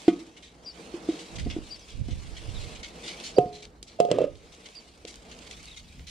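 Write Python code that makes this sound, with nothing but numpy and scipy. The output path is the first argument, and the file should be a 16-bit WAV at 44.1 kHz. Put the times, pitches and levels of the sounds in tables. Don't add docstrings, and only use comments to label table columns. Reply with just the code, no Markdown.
import sys
import numpy as np
from scipy import signal
from scipy.fft import rfft, irfft
from scipy.io import wavfile
from scipy.ndimage import uniform_filter1d

SR = 44100
rng = np.random.default_rng(int(sys.argv[2]) if len(sys.argv) > 2 else 0)


def log_audio(samples):
    frames = np.atleast_2d(samples).T
    limited = np.clip(frames, -1, 1)
    pcm = np.round(limited * 32767).astype(np.int16)
    wavfile.write(sys.argv[1], SR, pcm)


N = 269010
TIME, FREQ = np.arange(N) / SR, np.fft.rfftfreq(N, 1 / SR)
PORT_SPLIT = np.array([[.5], [-.5]])

# (frequency [Hz], correlation [-1..1])
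PORT_CORRELATION = [(50, 0.94), (130, 0.79), (300, 1), (650, 0.68), (1400, -0.33), (2200, 0.39),
                    (3200, 0.83), (4500, 0.53), (6800, -0.078), (14000, -0.41)]
# (time [s], level [dB])
SLIDE_LEVEL = [(0.0, -50), (0.49, -67.5), (0.7, -59.5), (0.83, -55), (1.73, -54), (2.05, -59),
               (2.21, -55.5), (2.68, -49.5), (2.84, -55.5), (3.23, -49), (3.33, -55.5), (3.48, -61.5),
               (3.62, -65.5), (3.86, -73), (4.04, -58), (4.16, -66.5), (4.54, -60.5), (4.7, -56.5),
               (4.82, -58.5), (5.08, -62), (5.39, -55), (5.49, -54), (5.62, -52), (5.67, -52),
               (5.81, -59.5), (6.1, -61.5)]
# (time [s], L-R [dB])
SLIDE_PAN = [(.62, 0), (.76, -7), (1.0, -4.5), (1.12, 0), (5.28, 0), (5.42, -4), (5.54, -0.5)]
# (frequency [Hz], density [dB])
HISS_SPECTRUM = [(590, -25.5), (1000, -10.5), (1430, -10.5), (1860, -11), (2130, -5), (3080, -5),
                 (3780, -5.5), (5400, -9), (8940, -13.5), (10800, -25), (14000, -33), (15500, -45)]
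# (time [s], level [dB])
RUB_LEVEL = [(0, -53), (.7, -53), (1.05, -44.5), (1.9, -58), (2.5, -53), (3.3, -50), (4.9, -56),
             (5.3, -51.5), (5.7, -59.5)]
# (frequency [Hz], density [dB])
RUB_SPECTRUM = [(71, -32), (120, -15), (163, 3), (292, 0), (334, 2.5), (386, -2), (458, 4), (517, -1.5),
                (727, -3), (962, -7.5), (1490, -11.5), (1880, -15), (2200, -17), (2860, -36), (4840, -120)]
# (time [s], level [dB])
RUMBLE_LEVEL = [(0, -61.5), (3.2, -57), (4.8, -60), (6.1, -48.5)]
# (frequency [Hz], density [dB])
RUMBLE_SPECTRUM = [(15, -22), (35, -3.5), (60, 6), (100, -6.5), (170, -7), (260, -12), (600, -45.5)]
# (time [s], level [dB], pitch [Hz], t60 [s])
THUDS = [(.0804, 0.5, 329, 0.046), (.939, -23.5, 341, 0.094), (1.0875, -12, 323.5, 0.086),
         (1.4613, -17, 251, .04), (1.467, -15.5, 400, 0.014), (1.563, -16.5, 322, 0.046),
         (1.585, -19.5, 304, 0.028), (2.085, -18, 237, 0.028), (3.384, -24, 141, .12),
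         (3.457, -18, 161, 0.02), (3.827, -29.5, 346, 0.013), (5.049, -19, 446, 0.015)]
# (frequency [Hz], level [dB], t60 [s])
WALL_MODES = [(181, -7, 0.25), (330.8, 5.5, 0.16), (323, -15.5, 0.4), (434, -22, 0.15), (707, 3.5, 0.082),
              (1130, -23.5, 0.3), (1254, -22, 0.33), (1474, -16.5, 0.11), (1934, -14, 0.088),
              (2120, -13.5, 0.097), (2410, -19, 0.18), (3160, -18, 0.14), (3500, -20, 0.1)]
# (frequency [Hz], density [dB])
CLICK_SPECTRUM = [(100, -32), (800, -10), (1100, 4), (1600, -13), (2050, 0.5), (2400, -6.5), (2900, 3),
                  (3600, -4.5), (4200, -2), (4700, -7), (5400, -5.5), (6400, -8.5), (7600, -4.5),
                  (11000, -27), (15500, -46)]
# (time [s], level [dB], length [s], centre [Hz])
SCUFFS = [(0.191, -46, 0.022, 3980), (0.365, -50.5, 0.03, 3660), (0.423, -48.5, 0.069, 3770),
          (1.085, -46.5, 0.13, 3760), (1.187, -42.5, 0.054, 3700), (1.355, -39.5, .018, 3500),
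          (1.383, -38.5, 0.029, 3070), (1.498, -39, 0.039, 2670), (1.885, -48.5, .055, 3550),
          (2.106, -44.5, 0.026, 3620), (2.366, -44, 0.025, 3980), (2.598, -44, 0.05, 4070),
          (2.749, -40.5, 0.023, 3500), (2.829, -39, 0.045, 3400), (3.03, -41.5, 0.09, 4140),
          (3.069, -37, 0.064, 3430), (3.199, -39, .013, 3480), (3.237, -37.5, 0.063, 4295),
          (3.526, -46.5, .08, 4100), (3.622, -45.5, .035, 3720), (3.864, -50.5, 0.07, 4200),
          (4.52, -50.5, 0.038, 4400), (4.657, -41, 0.018, 3120), (5.07, -44.5, 0.056, 4700),
          (5.312, -43.5, .026, 3570), (5.509, -42.5, 0.026, 4360), (5.761, -42.5, 0.038, 4340),
          (6.068, -42.5, 0.045, 4060)]
# (frequency [Hz], density [dB])
SKIN_SPECTRUM = [(710, -41), (1200, -12), (1800, -13), (2160, -3.5), (2380, -8.5), (2620, -9.5),
                 (3080, -5.5), (3250, -7), (4150, -9), (5550, -12), (5980, -9.5), (8700, -14.5),
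                 (11500, -26), (15500, -43)]
# (time [s], level [dB], L-R [dB], share sung [0..1], second voice [dB])
CALLS = [(0.657, -38.5, 5.5, 1, -11), (1.703, -39, 7.5, 0.94, -12), (3.36, -39, -8.5, 0.36, -20.5),
         (4.748, -44, -7, 0.9, -19)]
# (time in call [s], pitch [Hz], level [dB])
MAIN_VOICE = [(0, 4410, -18), (.007, 4660, -1), (.022, 4850, 1), (.034, 4730, 0), (.046, 4520, -1.5),
              (.055, 4280, -17)]
# (time in call [s], pitch [Hz], level [dB])
SECOND_VOICE = [(-.012, 5770, -1), (-.005, 5670, 0.5), (.003, 5300, 0), (.018, 5295, -9), (.042, 5000, -8),
                (.06, 5280, -1), (.076, 5900, -10)]
# (time [s], level [dB], starting pitch [Hz])
SLURS = [(1.786, -53, 6400), (2.54, -43.5, 4300), (5.65, -51.5, 4700), (5.705, -48.5, 3980)]
# (delay [s], gain [dB])
BIRD_PATHS = [(0, 2), (.0043, -12), (.0117, -9), (0.05, -22), (0.112, -20.5)]
# (time [s], level [dB], hold [s])
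PUFFS = [(1.394, -32.5, .07), (1.982, -34, 0.025), (2.122, -36.5, 0.014), (2.267, -47.5, .08),
         (2.482, -39, .04), (2.598, -41, .025), (2.73, -61, 0.033), (4.254, -53.5, .07)]
# (frequency [Hz], density [dB])
PUFF_SPECTRUM = [(12, -37), (20, -1), (59, -1.5), (87, 0.5), (117, -4), (362, -28), (449, -37.5),
                 (500, -23.5), (650, -37.5), (1100, -120)]
# (time [s], level [dB], centre [Hz])
SNAPS = [(1.431, -35, 4500), (2.083, -38, 4950), (3.6527, -28.5, 4010), (3.8281, -22, 6200),
         (4.3546, -36.5, 3770), (4.549, -39, 5500), (4.688, -34, 3600), (4.7524, -36, 6000),
         (5.0512, -26, 3920), (5.1417, -31.5, 3950), (5.157, -31, 8500), (5.3896, -33, 4460),
         (5.656, -31.5, 8000), (5.9948, -33.5, 2560)]
# (time [s], level [dB], pitch [Hz], contact time [s])
KNOCKS = [(3.364, -29.5, 592, .003), (3.373, -19.5, 469, 0.0035), (3.3832, -1, 451.8, 0.0012),
          (3.988, -27.5, 636, .003), (4.0015, -5, 503, 0.00077), (4.05, -17, 470, 0.00088),
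          (4.087, -20.5, 540, 0.0012), (4.114, -7.5, 460, 0.00067), (4.1206, -20, 543, .0015),
          (4.1853, -9.5, 524, 0.0012), (4.2042, -16, 476, .0018), (4.2151, -11.5, 517, .0014),
          (4.24, -18.5, 520, .0016), (4.272, -27, 567, 0.00303)]
# (frequency [Hz], level [dB], t60 [s])
BASE_MODES = [(155.2, -23, 0.34), (242.6, -29, 0.39), (444, -14, 0.16), (438, -14.5, 0.75),
              (487, -22, 0.17), (748, 1.5, 0.36), (715, -22.5, 0.57), (1104, -33, 0.36)]
# (frequency [Hz], level [dB], t60 [s])
RIM_MODES = [(1240, -5, .35), (1640, -13.5, 0.088), (2145, -24, .08), (2760, -12, .08), (2690, 4.5, 0.06),
             (3220, -8, .1), (3600, -9, 0.042), (3970, -16, .08), (5620, -15.5, .06)]
# (time [s], pitch [x], damping [x], level re knock [dB], L-R phase [rad])
SETTLING = [(3.4, 0.96, 1.17, -16, -.3), (4.0, 0.94, 0.95, -11, 1.18), (4.11, .9, 12, -10.5, .3),
            (4.2, .83, 6.3, -6, -0.18)]
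# (frequency [Hz], L-R [dB], left lead [rad])
BASE_BEAM = [(243, -1.5, 0.17), (400, -0.5, 0.42), (545, -9, 0.56), (715, -6, 0.76), (1210, 0.5, 0.67),
             (2500, 0, 0)]
# (frequency [Hz], density [dB])
DRAG_SPECTRUM = [(60, -33), (110, -4.5), (160, -7), (210, -11), (260, 0), (400, 1), (600, -1.5), (700, -22),
                 (850, -28), (1200, -19.5), (1500, -29), (2200, -27), (3000, -26), (5000, -36.5),
                 (10000, -49.5), (15000, -76)]
# (frequency [Hz], t60 [s])
PORCH_DECAY = [(100, 0.67), (400, 0.37), (1500, 0.17), (5000, 0.05), (12000, 0.1)]

USUAL_SLIDE_DB = -56
LN_1000 = np.log(1000)


def amp(db):
    return 10 ** (np.asarray(db) / 20)


def unit_rms(x):
    return x / np.sqrt(np.mean(x ** 2) + 1e-20)


def at_hz(table, hz):
    table_hz, value = np.transpose(table)
    return np.interp(np.log(hz + 1), np.log(table_hz + 1), value)


def curve(table):
    return np.interp(TIME, *np.transpose(table))


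def panned(x, pan_db):
    return x * amp(PORT_SPLIT * pan_db)


def add(mix, start_s, sound):
    part = mix[:, max(round(start_s * SR), 0):][:, :sound.shape[-1]]
    part += sound[..., :part.shape[1]]


def noise(tone_db, hz):
    left, other = rng.standard_normal((2, len(hz))) + 1j * rng.standard_normal((2, len(hz)))
    correlation = np.clip(at_hz(PORT_CORRELATION, hz), -1, 1)
    right = correlation * left + np.sqrt(1 - correlation ** 2) * other
    return unit_rms(irfft(np.array([left, right]) * amp(tone_db)))


def steady_noise(spectrum):
    return noise(at_hz(spectrum, FREQ), FREQ)


def wobble(rate_hz):
    return unit_rms(irfft(rfft(rng.standard_normal(N)) / (1 + (FREQ / rate_hz) ** 4), N))


def ripple(hz, width_hz):
    knots_hz = np.arange(0, hz[-1] + width_hz, width_hz)
    return np.interp(hz, knots_hz, rng.standard_normal(1000)[:len(knots_hz)])


def hump_db(hz, centre_hz, drop_db):
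    return -drop_db * np.log2((hz + 1) / centre_hz) ** 2


def ring(modes, t):
    return sum(amp(db - 60 * t / t60_s) * np.sin(2 * np.pi * hz * t) for hz, db, t60_s in modes)


def crack(tone_db, hz, decay_s, tail_db, tail_s):
    burst = noise(tone_db, hz)
    t = np.arange(burst.shape[1]) / SR
    onset = 1 - np.exp(-(t / .0003) ** 2)
    return .5 * burst * onset * (np.exp(-t / decay_s) + amp(tail_db) * np.exp(-t / tail_s))


def prickles(per_s):
    hits = rng.random(N) < per_s / SR
    catches = hits * amp(3.4 * np.minimum(rng.exponential(1, N), 3.5))
    age = np.arange(400) / SR / .0004
    return unit_rms(1 + 0.13 * signal.oaconvolve(catches, age * np.exp(1 - age))[:N])


def wandering_contact(x, depth_db=2.8):
    frames = signal.stft(x, nperseg=512, noverlap=384)[2]
    patches = uniform_filter1d(rng.standard_normal(frames.shape[1:]), size=2, axis=0)
    patches = unit_rms(uniform_filter1d(patches, size=16, axis=1))
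    return unit_rms(signal.istft(frames * amp(depth_db * patches), nperseg=512, noverlap=384)[1][:, :N])


def sliding(hiss_db=2.5, rub_db_per_db=0.47):
    slide_db = curve(SLIDE_LEVEL)
    pressure = unit_rms(amp(1.5 * wobble(45)) * prickles(per_s=90))
    hiss = wandering_contact(steady_noise(HISS_SPECTRUM)) * pressure * amp(slide_db + hiss_db)
    rub_db = curve(RUB_LEVEL) + rub_db_per_db * (slide_db - USUAL_SLIDE_DB) + 1.64 * wobble(12)
    rub = steady_noise(RUB_SPECTRUM) * amp(rub_db)
    return panned(hiss, curve(SLIDE_PAN)) + panned(rub, -1)


def rumble():
    return panned(steady_noise(RUMBLE_SPECTRUM) * amp(curve(RUMBLE_LEVEL) + 1.9 * wobble(9)), -.8)


def thuds(rattle_db=-11.5, rattle_db_per_db=1.37):
    out, t, hz = np.zeros((2, N)), np.arange(SR // 2) / SR, np.fft.rfftfreq(8192, 1 / SR)
    click_tone_db = at_hz(CLICK_SPECTRUM, hz) + hump_db(hz, 1700, 1.7)
    for start_s, db, pitch_hz, t60_s in THUDS:
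        wall_db = rattle_db + rattle_db_per_db * db
        envelope = (1 - np.exp(-(t / 0.0023) ** 2)) * np.exp(-LN_1000 * t / t60_s)
        push = -envelope * np.sin(2 * np.pi * pitch_hz * t)
        click = crack(click_tone_db, hz, decay_s=0.013, tail_db=-33, tail_s=.04)
        add(out, start_s, panned(amp(db) * push - amp(wall_db - 12.5) * ring(WALL_MODES, t), -1))
        add(out, start_s, amp(wall_db - 15.5) * click)
    return out


def porch(x):
    hz = np.fft.rfftfreq(32768, 1 / SR)
    band_hz, t, frames = signal.stft(noise(0 * hz, hz), SR, nperseg=256)
    decay = amp(-60 * t / at_hz(PORCH_DECAY, band_hz)[:, None])
    tail = signal.istft(frames * decay * (1 - np.exp(-t / 0.0031)), SR, nperseg=256)[1]
    return signal.fftconvolve(x, tail / np.linalg.norm(tail[0]), axes=1)[:, :N]


def scuffs(attack_share=0.05, stutter_db=1.5, stutter_hz=70):
    out, hz = np.zeros((2, N)), np.fft.rfftfreq(8192, 1 / SR)
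    for start_s, db, length_s, centre_hz in SCUFFS:
        squeak_db = 4.5 * ripple(hz, 80) + 8 / (1 + ((hz - centre_hz) / 60) ** 2)
        scrape = noise(at_hz(SKIN_SPECTRUM, hz) + hump_db(hz, centre_hz, 3.4) + squeak_db, hz)
        t = np.arange(scrape.shape[1]) / SR
        envelope = (1 - np.exp(-t / (attack_share * length_s))) * np.exp(-(t / length_s) ** 2)
        add(out, start_s, amp(db) * scrape * envelope)
    return out * prickles(per_s=300) * unit_rms(amp(stutter_db * wobble(stutter_hz)))


def whistle(contour):
    time_s, hz, db = np.transpose(contour)
    t = np.arange(time_s[0], time_s[-1], 1 / SR)
    quaver = 1 + 0.013 * unit_rms(uniform_filter1d(rng.standard_normal(N)[:len(t)], size=90))
    pitch_hz = np.interp(t, time_s, hz) * quaver
    return amp(np.interp(t, time_s, db)) * np.sin(2 * np.pi * np.cumsum(pitch_hz) / SR)


def bird(slur_s=0.054, fall_oct_per_s=7.6, flutter_db=4, flutter_hz=90):
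    out = np.zeros((2, N))
    for start_s, db, pan_db, share, second_db in CALLS:
        for contour, voice_db in ((MAIN_VOICE, 0), (SECOND_VOICE, second_db)):
            note = whistle(contour)
            note = note[:int(len(note) * share)]
            note *= amp(db + voice_db) * signal.windows.tukey(len(note), .1)
            add(out, start_s + contour[0][0], panned(note, pan_db))
    for start_s, db, top_hz in SLURS:
        note = whistle([(0, top_hz, db), (slur_s, top_hz / 2 ** (fall_oct_per_s * slur_s), db)])
        flutter = unit_rms(amp(flutter_db * wobble(flutter_hz)))[:len(note)]
        add(out, start_s, note * flutter * signal.windows.tukey(len(note), .4))
    return out


def garden(calls):
    out = np.zeros((2, N))
    for delay_s, db in BIRD_PATHS:
        add(out, delay_s, amp(db) * panned(calls, rng.uniform(-3.5, 2.5)))
    return out + porch(amp(-6.5) * calls)


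def buffeting(rise_db_per_s=328, fall_db_per_s=96.5, lumps_db=2.5, pan_db=-10.5):
    envelope = np.zeros(N)
    for peak_s, db, hold_s in PUFFS:
        before_s, after_s = np.maximum(peak_s - TIME, 0), np.maximum(TIME - peak_s - hold_s, 0)
        envelope += amp(db - rise_db_per_s * before_s - fall_db_per_s * after_s)
    eddies = np.array([steady_noise(PUFF_SPECTRUM)[0] for port in range(2)])
    return panned(eddies * envelope * amp(lumps_db * wobble(54)), pan_db)


def snaps(faint_per_s=13, faint_hz=8500, over_slide_db=11, scatter_db=3.5):
    out, hz = np.zeros((2, N)), np.fft.rfftfreq(4096, 1 / SR)
    faint_db = curve(SLIDE_LEVEL) + over_slide_db + scatter_db * rng.standard_normal(N)
    faint = [(TIME[i], faint_db[i], faint_hz) for i in np.flatnonzero(rng.random(N) < faint_per_s / SR)]
    for start_s, db, centre_hz in list(SNAPS) + faint:
        tone_db = at_hz(SKIN_SPECTRUM, hz) + hump_db(hz, centre_hz, 5.3)
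        add(out, start_s, amp(db) * crack(tone_db, hz, decay_s=0.0012, tail_db=-22, tail_s=0.02))
    return out


def base_ring(t, sag, damping, lean_rad, lean_hz=720):
    out = np.zeros((2, len(t)))
    for hz, db, t60_s in BASE_MODES:
        phase_rad = 2 * np.pi * hz * sag * t + lean_rad * PORT_SPLIT * min(hz / lean_hz, 1) ** 4
        out += amp(db) * np.exp(-LN_1000 * t * damping / t60_s) * np.sin(phase_rad)
    return out


def knocks(sharp_s=0.00088, click_loss_db=14.5, ring_loss_db=0.5, rim_db=-27):
    out, t, hz = np.zeros((2, N)), np.arange(SR * 2 // 3) / SR, np.fft.rfftfreq(8192, 1 / SR)
    settle_s, *columns = np.transpose(SETTLING)
    onset = 1 - np.exp(-t / 0.0015)
    squeezed_air = t / .007 * np.exp(1 - t / .007) * np.sin(2 * np.pi * 175 * t)
    for start_s, db, pitch_hz, contact_s in KNOCKS:
        sag, damping, ring_db, lean_rad = (np.interp(start_s, settle_s, column) for column in columns)
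        doublings = np.log2(contact_s / sharp_s)
        click_db = db - 14 - click_loss_db * doublings
        base_db = db + ring_db - ring_loss_db * doublings
        age = t / (2 * contact_s)
        flex = (age * np.exp(1 - age)) ** 2 * np.cos(2 * np.pi * pitch_hz * (t - 2 * contact_s))
        ringing = base_ring(t, sag, damping, lean_rad) + amp(rim_db) * ring(RIM_MODES, t)
        add(out, start_s, amp(db) * flex + amp(base_db) * ringing * onset + amp(db - 27.5) * squeezed_air)
        tone_db = at_hz(CLICK_SPECTRUM, hz) + 0.69 * ripple(hz, 100)
        add(out, start_s, amp(click_db) * crack(tone_db, hz, decay_s=0.0028, tail_db=-21, tail_s=.014))
    return signal.sosfilt(signal.butter(1, 80, "high", fs=SR, output="sos"), out)


def beamed(x):
    hz, pan_db, lead_rad = np.transpose(BASE_BEAM)
    turn = np.exp(1j * PORT_SPLIT * np.interp(FREQ, hz, lead_rad))
    return irfft(panned(rfft(x) * turn, np.interp(FREQ, hz, pan_db)), N)


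def drag(start_s=4.1, end_s=4.25, level_db=-31, attack_s=0.0042, release_s=0.016):
    attack = np.clip((TIME - start_s) / attack_s, 0, 1)
    release = np.exp(-np.maximum(TIME - end_s, 0) / release_s)
    scrape = steady_noise(DRAG_SPECTRUM)[0]
    judder = unit_rms(amp(1.7 * wobble(70)))
    return amp(level_db) * scrape * attack * release * judder


def scene():
    impacts = thuds() + beamed(knocks() + drag()) + snaps()
    echo = porch(amp(-22) * impacts)
    return impacts + echo + garden(amp(-2.5) * bird()) + scuffs() + sliding() + buffeting() + rumble()


def record(dry):
    ceiling, edge_hz = 1.01, 15700
    limited = dry / (1 + (dry / ceiling) ** 8) ** (1 / 8)
    lowpass = signal.firwin(511, edge_hz, window=("kaiser", 9), fs=SR)
    return signal.oaconvolve(limited, lowpass[None], "same")


dry = scene()
out = record(dry)
log_audio(out)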